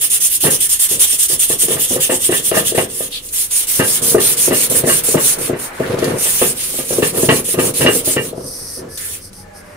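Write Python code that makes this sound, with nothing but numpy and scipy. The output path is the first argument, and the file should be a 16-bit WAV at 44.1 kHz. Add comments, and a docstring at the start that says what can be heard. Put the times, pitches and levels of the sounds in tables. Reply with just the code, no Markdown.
"""Sandpaper hisses and rasps over a steel plate in a small tin-walled workshop: quick short strokes, then longer sweeps.
The loose plate knocks and rumbles on its press, and midway it is swung round with a low grinding.
At the end the paper only slides lightly, and faint tones drift in from far away.
The paper is coloured noise driven by the speed of the hand; the knocks are blows and tiny bounces that ring
decaying modes; the rumble is low juddering noise; noise-like echoes make the room."""
import sys
import numpy as np
from scipy import signal
from scipy.fft import rfft, irfft
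from scipy.io import wavfile
from scipy.ndimage import uniform_filter1d, map_coordinates

SR = 44100
rng = np.random.default_rng(int(sys.argv[2]) if len(sys.argv) > 2 else 0)


def persist_wave(psi):
    """Save psi, clipped to +-1, as 16-bit WAV."""
    counts = np.round(np.clip(psi, -1, 1) * 32767).astype(np.int16)
    wavfile.write(sys.argv[1], SR, np.atleast_2d(counts).T)


N = 430416
TIME = np.arange(N) / SR
BINS_HZ = np.maximum(np.fft.rfftfreq(N, 1 / SR), 1)

# All levels in the tables are relative: each layer's own trim and the room come on top.

# Workshop background colour. Each row: frequency in Hz, density in dB per Hz.
AMBIENCE_COLOUR = [(18, -2), (27, 8), (42, -6), (65, -3.5), (95, -6), (170, -15), (300, -12), (550, -14),
                   (750, -59), (1700, -54), (3000, -31.5), (8000, -31), (15000, -42)]
# A distant wash that swells and fades. Each row: time in seconds, level in dB.
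WASH_LEVEL = [(0, -90), (3.3, -58), (3.9, -35), (4.7, -39), (5.5, -32.5), (6.1, -30.5), (6.6, -42.5),
              (8.2, -77), (8.6, -44.5), (9.3, -50.5), (9.75, -40)]
# Colour of the wash. Each row: frequency in Hz, density in dB per Hz.
WASH_COLOUR = [(200, 3), (600, 5), (900, 4), (1500, 4), (2200, 1.5), (3200, -12), (6000, -21)]
# Faint far hum and tones. Each row: start in seconds, end in seconds, level in dB, from Hz, to Hz.
FAR_TONES = [(8.504, 9.85, -45, 95, 91), (8.5, 8.88, -54, 2000, 1745), (8.85, 9.18, -46.5, 1700, 1800),
             (9.2, 9.9, -45.5, 190, 192), (9.34, 9.62, -46.5, 838, 805), (9.41, 9.9, -44, 618, 592),
             (9.4, 9.68, -49, 1800, 1605)]
# Likeness of the left and right channels. Each row: frequency in Hz, correlation from -1 to 1.
LIKENESS = [(60, .98), (190, .98), (330, .85), (500, .3), (800, .1), (2000, .2), (5000, .3), (9000, .37),
            (15000, .28)]
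# Room decay. Each row: frequency in Hz, time to fall by 60 dB in seconds.
ROOM_T60 = [(120, 0.48), (500, 0.26), (1500, 0.23), (4000, 0.063), (12000, 0.031)]

# How much the plate rocks under the hand. Each row: time in seconds, rumble level in dB.
ROCKING = [(0.0, -33.5), (0.73, -44.5), (2.66, -25.5), (3.48, -41.5), (4.13, -23), (5.06, -21), (5.72, -34),
           (6.0, -15), (6.25, -26.5), (6.77, -28.5), (7.07, -29), (8.22, -19), (8.46, -21.5), (8.68, -31),
           (9.76, -41.5)]
# The plate shifts on its seat, shoved by the hand or settling after a knock. Each row: start in seconds, end in
# seconds, level in dB.
SHOVES = [(0.428, 0.499, -20), (0.913, 0.98, -31.5), (1.297, 1.348, -32.5), (1.502, 1.54, -28),
          (1.61, 1.66, -28), (1.695, 1.776, -26), (1.91, 1.954, -26), (3.787, 3.827, -22.5),
          (4.005, 4.11, -25.5), (4.689, 4.763, -21.5), (5.357, 5.458, -26.5), (5.786, 6.02, -21.5),
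          (6.018, 6.1, -16.5), (6.9, 6.958, -21), (7.12, 7.205, -19), (7.3, 7.363, -21.5),
          (7.563, 7.657, -17.5), (7.787, 7.88, -17.5), (8.765, 8.867, -29)]
# Colour of the plate's rumble. Each row: frequency in Hz, density in dB per Hz.
GRIND_COLOUR = [(40, -30), (68, -9.5), (98, -3.5), (140, 3.5), (195, -3), (280, 0.5), (320, -5.5), (370, 4),
                (410, -4.5), (465, 6), (530, 0), (590, -5.5), (650, -6), (750, -14.5), (1200, -14.5),
                (2000, -28), (4000, -31.5)]
# The plate scrapes round on its seat. Each row: start in seconds, end in seconds, level in dB.
SCRAPES = [(5.81, 6.028, -35.5), (6.018, 6.13, -32)]
# The plate knocks on its seat. Each row: time in seconds, thud in dB, clank in dB.
KNOCKS = [(0.438, -11, -19.5), (0.462, -6.5, -16.5), (0.91, -18, -41), (1.128, -25, -40), (1.297, -18, -35),
          (1.329, -23, -35), (1.497, -14, -27), (1.63, -22, -40), (1.68, -11.5, -32), (1.704, -14, -26),
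          (1.764, -13, -26), (1.906, -9.5, -35), (1.958, -8.5, -26), (2.094, -7, -20), (2.119, -6, -25),
          (2.29, -5, -26), (2.321, -7, -17), (2.514, -5.5, -18.5), (2.539, -7.5, -17.5), (2.568, -1, -17),
          (2.718, -14, -46), (2.746, -12, -25), (2.777, 2, -14.5), (3.002, -16, -34.5), (3.793, -4, -13),
          (3.818, -7, -19.5), (4.145, 1, -26), (4.178, -5, -21), (4.477, -4.5, -32), (4.506, -6, -19),
          (4.522, -4.5, -20.5), (4.744, -14, -25), (4.837, -2.5, -26), (4.871, -4.5, -20),
          (4.89, -7, -15.5), (5.083, -11, -49), (5.143, -1.5, -30), (5.169, -3, -19), (5.493, -4.5, -37),
          (5.529, -8, -31), (5.8, -5, -31), (5.918, -16, -35), (5.984, -14, -32), (6.023, -8, -23),
          (6.076, -10.5, -25.5), (6.105, -11.5, -31), (6.155, -15, -30), (6.255, -16, -26),
          (6.415, -1, -15), (6.738, -18.5, -52), (6.785, -12, -31), (6.904, -10.5, -32), (6.982, -4.5, -35),
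          (7.022, -3, -16), (7.144, -14, -31), (7.228, -2.5, -30), (7.286, 0, -8), (7.319, -3, -28),
          (7.485, -21, -43), (7.54, -8, -29), (7.584, -4, -16.5), (7.808, -8.5, -15.5), (7.846, -1.5, -28),
          (7.858, -0.5, -10), (7.884, -6, -24), (7.959, -13.5, -43), (8.073, -7, -35), (8.162, -4, -18.5),
          (8.326, -16, -62), (8.375, -14.5, -61)]
# Modes of plate and press frame. Each row: frequency in Hz, level in dB, 60 dB decay in seconds,
# left-right balance in dB.
MODES = [(95, -25, 0.037, 0), (148, -11.5, 0.068, 8), (226, -9, 0.064, 2), (282, -3, 0.036, 3),
         (373, 0, 0.05, 1.5), (461, -2, 0.051, 8.5), (525.5, -2, 0.038, 5), (649, -9.5, 0.052, 12),
         (716, -15, 0.064, 3), (780, -12, 0.022, -7), (880, -1, 0.016, -7.5), (1112, -6, 0.062, -1),
         (1220, -3, 0.027, 5.5), (1600, -7, 0.056, -4), (1804, -2.5, 0.035, -8.5), (1952, -2, 0.027, 5),
         (2336, -16, 0.076, -7), (2643, -7, 0.041, -1), (2822, -5.5, 0.076, 0), (3000, -11.5, 0.034, 3)]

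# Paper sliding with little pressure. Each row: start in seconds, end in seconds, level in dB.
SLIDES = [(8.338, 8.453, -38.5), (8.418, 8.824, -29.5), (8.881, 9.037, -33), (9.19, 9.306, -34.5),
          (9.316, 9.45, -38.5), (9.528, 9.624, -38), (9.603, 9.793, -52)]
# Colour of the light slides. Each row: frequency in Hz, density in dB per Hz.
SLIDE_COLOUR = [(2000, -27), (3800, -13.5), (4900, 5), (6100, 3), (7200, -17), (8600, 7), (10000, 4),
                (11500, 2), (13500, -13), (15400, -9)]
# Finger scuffs and plate scratches. Each row: start in seconds, end in seconds, level in dB, centre in Hz.
SCUFFS = [(3.114, 3.192, -26, 3930), (5.82, 5.859, -25.5, 1750), (5.973, 6.055, -38, 3750),
          (6.22, 6.29, -37, 3000), (6.372, 6.475, -28, 3000), (8.968, 9.091, -41, 1950)]
# The stiff sheet snaps as it bends. Each row: time in seconds, level of the crack in dB.
SNAPS = [(2.983, -28), (3.288, -21), (5.989, -17.5), (6.043, -12), (8.975, -16.5), (9.331, -30.5)]
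# Passes of the paper, from the bite of the grit to the next turn of the hand. Each row: start in seconds,
# end in seconds, hiss in dB and rasp in dB at full speed, relative dB while the paper rolls before the bite.
STROKES = [(0.01, 0.088, -8.5, -23, -8.5), (0.1, 0.19, -7.5, -23.5, -8), (0.203, 0.298, -6.5, -24, -10),
           (0.298, 0.386, -9.5, -27.5, -11), (0.405, 0.497, -7.5, -22.5, -10),
           (0.502, 0.577, -6.5, -23.5, -8), (0.604, 0.678, -6, -23.5, -7.5), (0.69, 0.78, -8.5, -24.5, -10),
           (0.792, 0.88, -6.5, -22, -9), (0.886, 0.981, -10, -24.5, -9), (0.994, 1.074, -4.5, -19, -9.5),
           (1.086, 1.177, -9, -24.5, 4), (1.189, 1.274, -5.5, -22.5, -6), (1.282, 1.374, -10, -27, -18),
           (1.393, 1.481, -7.5, -21.5, -9), (1.485, 1.565, -9.5, -24.5, -5), (1.588, 1.675, -7, -23, -10.5),
           (1.692, 1.775, -11, -23.5, -0.5), (1.797, 1.87, -6.5, -21, -7.5), (1.886, 1.982, -12, -26.5, -1),
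           (2.002, 2.084, -8, -21, -10.5), (2.105, 2.191, -10.5, -26.5, -4), (2.218, 2.297, -9, -24, 0.5),
           (2.31, 2.419, -12, -24.5, -6), (2.442, 2.516, -9, -23, -4), (2.544, 2.63, -10, -23.5, -5),
           (2.649, 2.726, -10.5, -20.5, -7), (2.746, 2.864, -17.5, -26.5, -12),
           (2.913, 3.095, -20.5, -33, 2), (3.105, 3.211, -26.5, -33, -7), (3.222, 3.314, -27, -41, -4),
           (3.326, 3.476, -13.5, -29.5, -9), (3.505, 3.657, -12.5, -26.5, -7.5),
           (3.669, 3.826, -12.5, -26, -19), (3.846, 4.006, -11.0, -26, -1),
           (4.018, 4.168, -10.5, -26.5, -13), (4.199, 4.355, -9, -21.5, -10),
           (4.369, 4.507, -8.5, -24, -12), (4.529, 4.681, -9.5, -22, -5.5), (4.697, 4.829, -11, -26, -25),
           (4.865, 5.014, -10, -24, -4), (5.035, 5.17, -11, -27.5, -14), (5.198, 5.355, -9.5, -23, -4),
           (5.384, 5.508, -18, -31, -9), (5.588, 5.695, -20.5, -33.5, -6), (5.727, 5.995, -37.5, -41, -9),
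           (5.984, 6.164, -30.5, -34, -9), (6.182, 6.537, -12.5, -28, -7), (6.571, 6.688, -16.5, -27.5, -2),
           (6.639, 6.855, -20, -30.5, -18), (6.864, 7.029, -17, -30, 3), (7.029, 7.122, -13, -26, -2),
           (7.15, 7.297, -14.5, -28, -2), (7.303, 7.421, -14, -25, -3), (7.443, 7.563, -14.5, -29, -12),
           (7.591, 7.72, -13.5, -28, -8), (7.738, 7.872, -14.5, -25.5, -14),
           (7.904, 8.021, -12.5, -27, -1.5), (8.047, 8.171, -12.5, -26, -7), (8.204, 8.314, -22, -35.5, 1),
           (8.98, 9.198, -23.5, -36.5, -6)]
# Grit on steel. Each row: frequency in Hz, density in dB per Hz.
HISS_COLOUR = [(2500, -35), (4300, -16), (5500, -10.5), (7000, -8.5), (8000, -6), (8800, 0.5), (9900, -1),
               (11000, -4), (12500, -7), (14000, -10.5), (15400, -6)]
# Balance of the hiss; its brightest part leans right. Each row: frequency in Hz, left-right dB.
HISS_PAN = [(4000, 3), (6000, 0), (9000, -3.0), (11000, -3), (14000, -0.5)]
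# Rasp of the paper backing under the fingertips. Each row: frequency in Hz, density in dB per Hz.
RASP_FINGERS = [(300, -9), (900, -8), (1500, -8), (2000, -0.5), (2350, -2.5), (2800, 6), (3500, 7.5),
                (4200, -3), (5500, -2.5)]
# The same rasp under the flat hand. Each row: frequency in Hz, density in dB per Hz.
RASP_PALM = [(300, -6), (900, -6), (1500, -6), (2200, 1.5), (2900, 4), (3500, 4), (4100, 2), (5500, -1)]

# the flat hand takes over from the fingertips
PALM_FROM_S = 3.3
# fingertips only tip the plate; it takes the flat hand to shake the deep modes of the frame fully
FINGERS_DEEP_DB = -4.5
# once swung round, the plate overhangs its seat and its top modes ring louder
SWUNG_S, OVERHANG_DB = 6.8, 5
SHOVE_ATTACK_S, SHOVE_RELEASE_S = 0.018, 0.052
# a light rumble is smooth; it judders fully from this level up
FULL_JUDDER_DB = -23
# the hand's run-up and slow-down; it loops round at a share of full speed
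SPEED_UP_S, SLOW_DOWN_S, TURN_SHARE = 0.12, 0.071, 0.11
# after a turn the paper rolls over for ROLL_S, then bites within BITE_S
ROLL_S, BITE_S = 0.033, 0.0052
# the slacker the roll, the harder the grit grabs: a share of the dip comes back as a brief overshoot
GRAB_SHARE, GRAB_S = 0.17, 0.02
# the two microphones sit close together, so below this they hear nearly the same
ALIKE_BELOW_HZ = 215
CUTOFF_HZ = 15600


def from_db(db):
    """Decibels to gain."""
    return 10 ** (np.asarray(db) / 20)


def rms_one(x):
    """Scale to unit power."""
    return x / np.sqrt(np.mean(x ** 2) + 1e-20)


def at_hz(points, hz):
    """Read a table on a log-frequency axis."""
    table_hz, value = np.transpose(points)
    return np.interp(np.log(hz), np.log(table_hz), value)


def band(x, low_hz, high_hz):
    """Causal band-pass."""
    edges_hz = [low_hz, min(high_hz, 0.45 * SR)]
    return signal.sosfilt(signal.butter(2, edges_hz, "band", fs=SR, output="sos"), x + 1e-18)


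def fade_out(x, decay_s):
    """Give every impulse an exponential tail that falls to 1/e in decay_s."""
    return signal.lfilter([1], [1, -np.exp(-1 / (decay_s * SR))], x + 1e-18)


def gate(start, end, fade_s):
    """A level stretch with soft ends: (its samples, its gain)."""
    span = slice(max(int(start * SR), 0), min(int(end * SR), N))
    to_edge_s = np.minimum(TIME[span] - start, end - TIME[span])
    return span, np.sin(np.pi / 2 * np.clip(to_edge_s / fade_s, 0, 1))


def flutter(rate):
    """Random motion of unit rms, sliding between about rate new values a second."""
    knots = rng.standard_normal(N // 8)
    return rms_one(np.interp(TIME * rate, np.arange(len(knots)), knots))


def stereo(mid, side, alike):
    """Left and right from two unrelated signals, with the given likeness."""
    return np.sqrt((1 + alike) / 2) * mid + np.sqrt((1 - alike) / 2) * side * [[1], [-1]]


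def panned(left_right_db):
    """Split a left-right difference in dB evenly between the two sides, still in dB."""
    return left_right_db * np.array([[0.5], [-0.5]])


def friction(colour, grain_db=0., lag_s=0.):
    """Stereo noise of countless tiny contacts, uneven in strength, coloured by what radiates them; rms 1."""
    contacts = rng.standard_normal((2, N)) * from_db(grain_db * flutter(2200))
    mid, side = rfft(contacts)
    alike = np.clip(at_hz(LIKENESS, BINS_HZ), -1, 1)
    pair = stereo(mid, side, alike)
    pair[0] *= np.exp(-2j * np.pi * BINS_HZ * lag_s)  # sound reaches the left microphone later
    # roll off beyond both ends of the colour table
    below = 1 + (1.66 * colour[0][0] / BINS_HZ) ** 4
    above = 1 + (BINS_HZ / colour[-1][0] / 2) ** 4
    skirts = 1 / np.sqrt(below * above)
    return rms_one(irfft(pair * from_db(at_hz(colour, BINS_HZ)) * skirts, N))


def background(floor_db=-43.5, blur=1.3, tone_fade_s=0.093):
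    """A steady rumble, a far wash and a few faint tones, blurred by distance."""
    rumble = from_db(floor_db) * friction(AMBIENCE_COLOUR)
    wash_level = from_db(np.interp(TIME, *np.transpose(WASH_LEVEL)))
    out = rumble + wash_level * friction(WASH_COLOUR)
    for start, end, db, from_hz, to_hz in FAR_TONES:
        span, gain = gate(start, end, tone_fade_s)
        phase = 2 * np.pi * np.cumsum(np.linspace(from_hz, to_hz, len(gain))) / SR
        # wandering level and phase, separate on each side
        echoes = blur * np.array([flutter(45)[span] + 1j * flutter(45)[span] for _ in range(2)])
        tone = rms_one(np.real((1 + echoes) * np.exp(1j * phase)))
        out[:, span] += from_db(db) * gain * tone
    return out


def workshop(x):
    """Dense reflections from near walls; the treble dies first and the bass is alike on both sides."""
    age = np.arange(SR * 3 // 5) / SR
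    edges_hz = np.geomspace(60, 18000, 9)
    echo = 0
    for low_hz, high_hz in zip(edges_hz, edges_hz[1:]):
        centre_hz = np.sqrt(low_hz * high_hz)
        alike = np.clip(at_hz(LIKENESS, centre_hz), -1, 1)
        mid, side = rng.standard_normal((2, len(age)))
        build_up = np.clip(age / 0.0067, 0, 1)
        decay = from_db(-60 * age / at_hz(ROOM_T60, centre_hz)) * build_up
        reflections = stereo(mid, side, alike) * decay / np.sqrt(np.sum(decay ** 2))
        echo = echo + band(reflections, low_hz, high_hz)
    return signal.fftconvolve(x, echo, axes=1)[:, :N]


def rocking_db(s):
    """Level of the plate's rumble at the given times, before its trim."""
    return np.interp(s, *np.transpose(ROCKING))


def grinding(knocks, rumble_db=-9.5, judder_db=3.0, shake_db=-18, shake_s=0.062):
    """The plate rumbles as it rocks and judders on its seat when shoved; each knock shakes the whole bench too."""
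    power = from_db(rumble_db + rocking_db(TIME)) ** 2
    for start, end, db in SHOVES:
        attack = np.clip((TIME - start) / SHOVE_ATTACK_S, 0, 1)
        release = np.exp(-np.clip((TIME - end) / SHOVE_RELEASE_S, 0, 20))
        power += (from_db(db) * attack * release) ** 2
    jolts = np.zeros(N)
    for s, thud_db, _ in knocks:
        jolts[int(s * SR)] += from_db(thud_db + shake_db) ** 2
    power += fade_out(jolts, shake_s / 2)  # power fades twice as fast as level
    level = np.sqrt(power)
    judder = judder_db * np.minimum(level / from_db(FULL_JUDDER_DB), 1) * flutter(90)
    return level * rms_one(friction(GRIND_COLOUR) * from_db(judder))


def scraping(grains_per_s=290.0, size_db=4.0, grain_s=0.0011, low_hz=850., high_hz=3600.):
    """Dirt is crushed under the plate as it is swung round: a coarse crackle of noise bursts."""
    level = np.zeros(N)
    for start, end, db in SCRAPES:
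        span, gain = gate(start, end, 0.025)
        level[span] += from_db(db) * gain
    crushed = rng.random(N) < grains_per_s / SR
    sizes = from_db(size_db * np.minimum(rng.exponential(1, N), 3))
    bursts = fade_out(crushed * sizes, grain_s)
    return level * rms_one(band(bursts * rng.standard_normal((2, N)), low_hz, high_hz))


def clacks(clack_db=0.0, decay_s=0.026, touches_per_s=1500., low_hz=700., high_hz=3670.0):
    """Steel meets steel: each listed knock opens with a short, dry crackle of contacts."""
    age = np.arange(N // 100) / SR
    share = touches_per_s / SR
    out = np.zeros((2, N))
    for s, _, clank_db in KNOCKS:
        touched = rng.random(len(age)) < share
        touches = touched * rng.standard_normal((2, len(age))) / np.sqrt(share)
        at = int(s * SR)
        out[:, at:at + len(age)] += from_db(clack_db + clank_db) * touches * np.exp(-age / decay_s)
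    return band(out, low_hz, high_hz)


def ring(drive, hz, t60, lead):
    """One decaying mode, heard with a phase difference between left and right."""
    radius, step = from_db(-60 / (t60 * SR)), 2 * np.pi * hz / SR
    poles = [1, -2 * radius * np.cos(step), radius * radius]
    sides = []
    for phase in (lead / 2, -lead / 2):
        zeros = [np.sin(phase), radius * np.sin(step - phase)]
        sides.append(signal.lfilter(zeros, poles, drive + 1e-18))
    return np.array(sides)


def plate(knocks, thud_db=-6.0, clank_db=-2.5, chatter_s=0.0096, chatter=0.1, rattle_s=0.017, rattle=0.27,
          bounce_per_s=1000.):
    """Each knock drives the lower modes with a blow and dying bounces, the high ones with a building rattle."""
    age = np.arange(N // 100) / SR
    blow = (age == 0) * 1.
    bounced = rng.random((len(knocks), len(age))) < bounce_per_s / SR
    bounces = bounced / np.sqrt(bounce_per_s / SR)
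    rattling = rattle * (1 - np.exp(-age / 0.004)) * np.exp(-age / rattle_s)
    chattering = chatter * np.exp(-age / chatter_s)
    out = np.zeros((2, N))
    for k, (hz, mode_db, t60, pan_db) in enumerate(MODES):
        deep, high, top = hz < 300, hz > 800, hz > 2200
        drive = np.zeros(N)
        for (s, low_db, high_db), touches in zip(knocks, bounces):
            ticks = 0.5 * touches * rng.standard_normal(len(age))
            if high:
                overhang_db = OVERHANG_DB * (top and s > SWUNG_S)
                force = from_db(clank_db + high_db + overhang_db) * ticks * rattling
            else:
                tipping_db = FINGERS_DEEP_DB * (deep and s < PALM_FROM_S)
                force = from_db(thud_db + low_db + tipping_db) * (blow + ticks * chattering)
            place_db = 2 * rng.standard_normal()  # each point of contact favours other modes
            at = int(s * SR)
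            drive[at:at + len(age)] += from_db(place_db) * force
        # a mode radiates only near its own pitch
        drive = band(drive, hz / 2, hz * 2)
        # the bass reaches both microphones in step, higher modes reach the left one later
        lead = -np.clip((hz - 440) / 250, 0, 1.6)
        polarity = (-1) ** k
        out += polarity * from_db(mode_db + panned(pan_db)) * ring(drive, hz, t60, lead)
    return out


def handling(slide_fade_s=0.069, scuff_fade_s=0.02, snap_s=0.0058, snap_db=0.):
    """Light slides, scuffs and snaps of the sheet: gated friction, narrow noise and bright decaying cracks."""
    sliding, cracks = np.zeros((2, N))
    for start, end, db in SLIDES:
        span, gain = gate(start, end, slide_fade_s)
        sliding[span] += from_db(db) * gain
    out = sliding * friction(SLIDE_COLOUR, grain_db=3.0)
    for start, end, db, hz in SCUFFS:
        span, gain = gate(start, end, scuff_fade_s)
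        scuff = rms_one(band(rng.standard_normal((2, len(gain))), hz / 1.32, hz * 1.14))
        out[:, span] += from_db(db) * gain * scuff
    for s, db in SNAPS:
        cracks[int(s * SR)] = from_db(db + snap_db)
    cracks = fade_out(cracks, snap_s)
    return out + band(cracks * rng.standard_normal((2, N)), 3500, 12300)


def pass_speed(t, turn, end):
    """The hand speeds up after a turn and slows into the next one; share of full speed."""
    way = np.clip(np.minimum((t - turn) / SPEED_UP_S, (end - t) / SLOW_DOWN_S), 0, 1)
    return TURN_SHARE + (1 - TURN_SHARE) * np.sin(np.pi / 2 * way)


def snags(per_s=89.0, size=0.39, decay_s=0.0001):
    """Now and then a coarse grain digs in and tears free: a brief rise in gain."""
    born = rng.random(N) < per_s / SR
    heights = size * np.minimum(rng.exponential(1, N), 3)
    return 1 + fade_out(born * heights, decay_s)


def shifting(x, patchy_db, count=26):
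    """The patch of paper in contact keeps changing, so each part of the spectrum flickers by itself."""
    hz, times, frames = signal.stft(x, nperseg=512)
    knots = rng.standard_normal((count + 2, len(times)))
    # count regions across the spectrum, a new random value every five frames
    where = np.meshgrid(hz / hz[-1] * count, np.arange(len(times)) / 5, indexing="ij")
    flicker = from_db(patchy_db * map_coordinates(knots, where, order=1))
    return rms_one(signal.istft(frames * flicker)[1][:, :N])


def sanding(swell=1.05, rasp_swell=0.85, catch_db=1., hiss_db=-1.02):
    """The hand speeds up and slows in each pass; the grit hisses and the paper rasps with its speed."""
    hiss, rasp = np.zeros((2, N))
    for start, end, db, rasp_db, roll_db in STROKES:
        turn = start - ROLL_S
        span = slice(max(int((turn - 0.008) * SR), 0), int((end + 0.018) * SR))
        speed = pass_speed(TIME[span], turn, end)
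        since_bite = TIME[span] - start
        rolling = np.clip(0.5 - since_bite / BITE_S, 0, 1)
        grab = GRAB_SHARE * (1 - rolling) * np.exp(-np.maximum(since_bite, 0) / GRAB_S)
        grip = from_db(roll_db * (rolling - grab))
        # the louder of two overlapping passes wins; slow rubbing is duller
        hiss[span] = np.maximum(hiss[span], from_db(db) * grip * speed ** swell)
        rasp[span] = np.maximum(rasp[span], from_db(rasp_db) * grip * speed ** rasp_swell)
    catching = from_db(catch_db * flutter(130)) * snags()  # the grit catches and lets go
    grit = shifting(friction(HISS_COLOUR, grain_db=0.6, lag_s=0.00011), patchy_db=3.0)
    grit = irfft(rfft(grit) * from_db(panned(at_hz(HISS_PAN, BINS_HZ))), N)
    under_fingers = friction(RASP_FINGERS, grain_db=2.0, lag_s=0.00009)
    under_palm = friction(RASP_PALM, grain_db=2.2, lag_s=0.00009)
    backing = shifting(np.where(TIME < PALM_FROM_S, under_fingers, under_palm), patchy_db=2.5)
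    # a short running mean rounds the corners of both envelopes
    hissing = from_db(hiss_db) * uniform_filter1d(hiss, size=90) * grit
    rasping = uniform_filter1d(rasp, size=90) * backing
    return catching * (hissing + rasping)


def scene():
    """Paper and plate close by, the workshop around them."""
    paper = sanding() + handling()
    steel = plate(KNOCKS) + clacks() + scraping()
    rumble = grinding(KNOCKS)
    room = workshop(from_db(-3.5) * paper + from_db(-6.0) * steel)
    return paper + steel + rumble + room + background()


def record(dry):
    """The bass is alike in both microphones; the hardest peaks overload softly; the top is cut."""
    mid, side = (dry[0] + dry[1]) / 2, (dry[0] - dry[1]) / 2
    side = signal.sosfiltfilt(signal.butter(2, ALIKE_BELOW_HZ, "high", fs=SR, output="sos"), side)
    pair = np.array([mid + side, mid - side])
    rounded = pair / (1 + (pair * pair) ** 3) ** (1 / 6)
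    return signal.sosfilt(signal.ellip(12, 0.2, 70, CUTOFF_HZ, fs=SR, output="sos"), rounded)


dry = scene()
out = record(dry)
persist_wave(out)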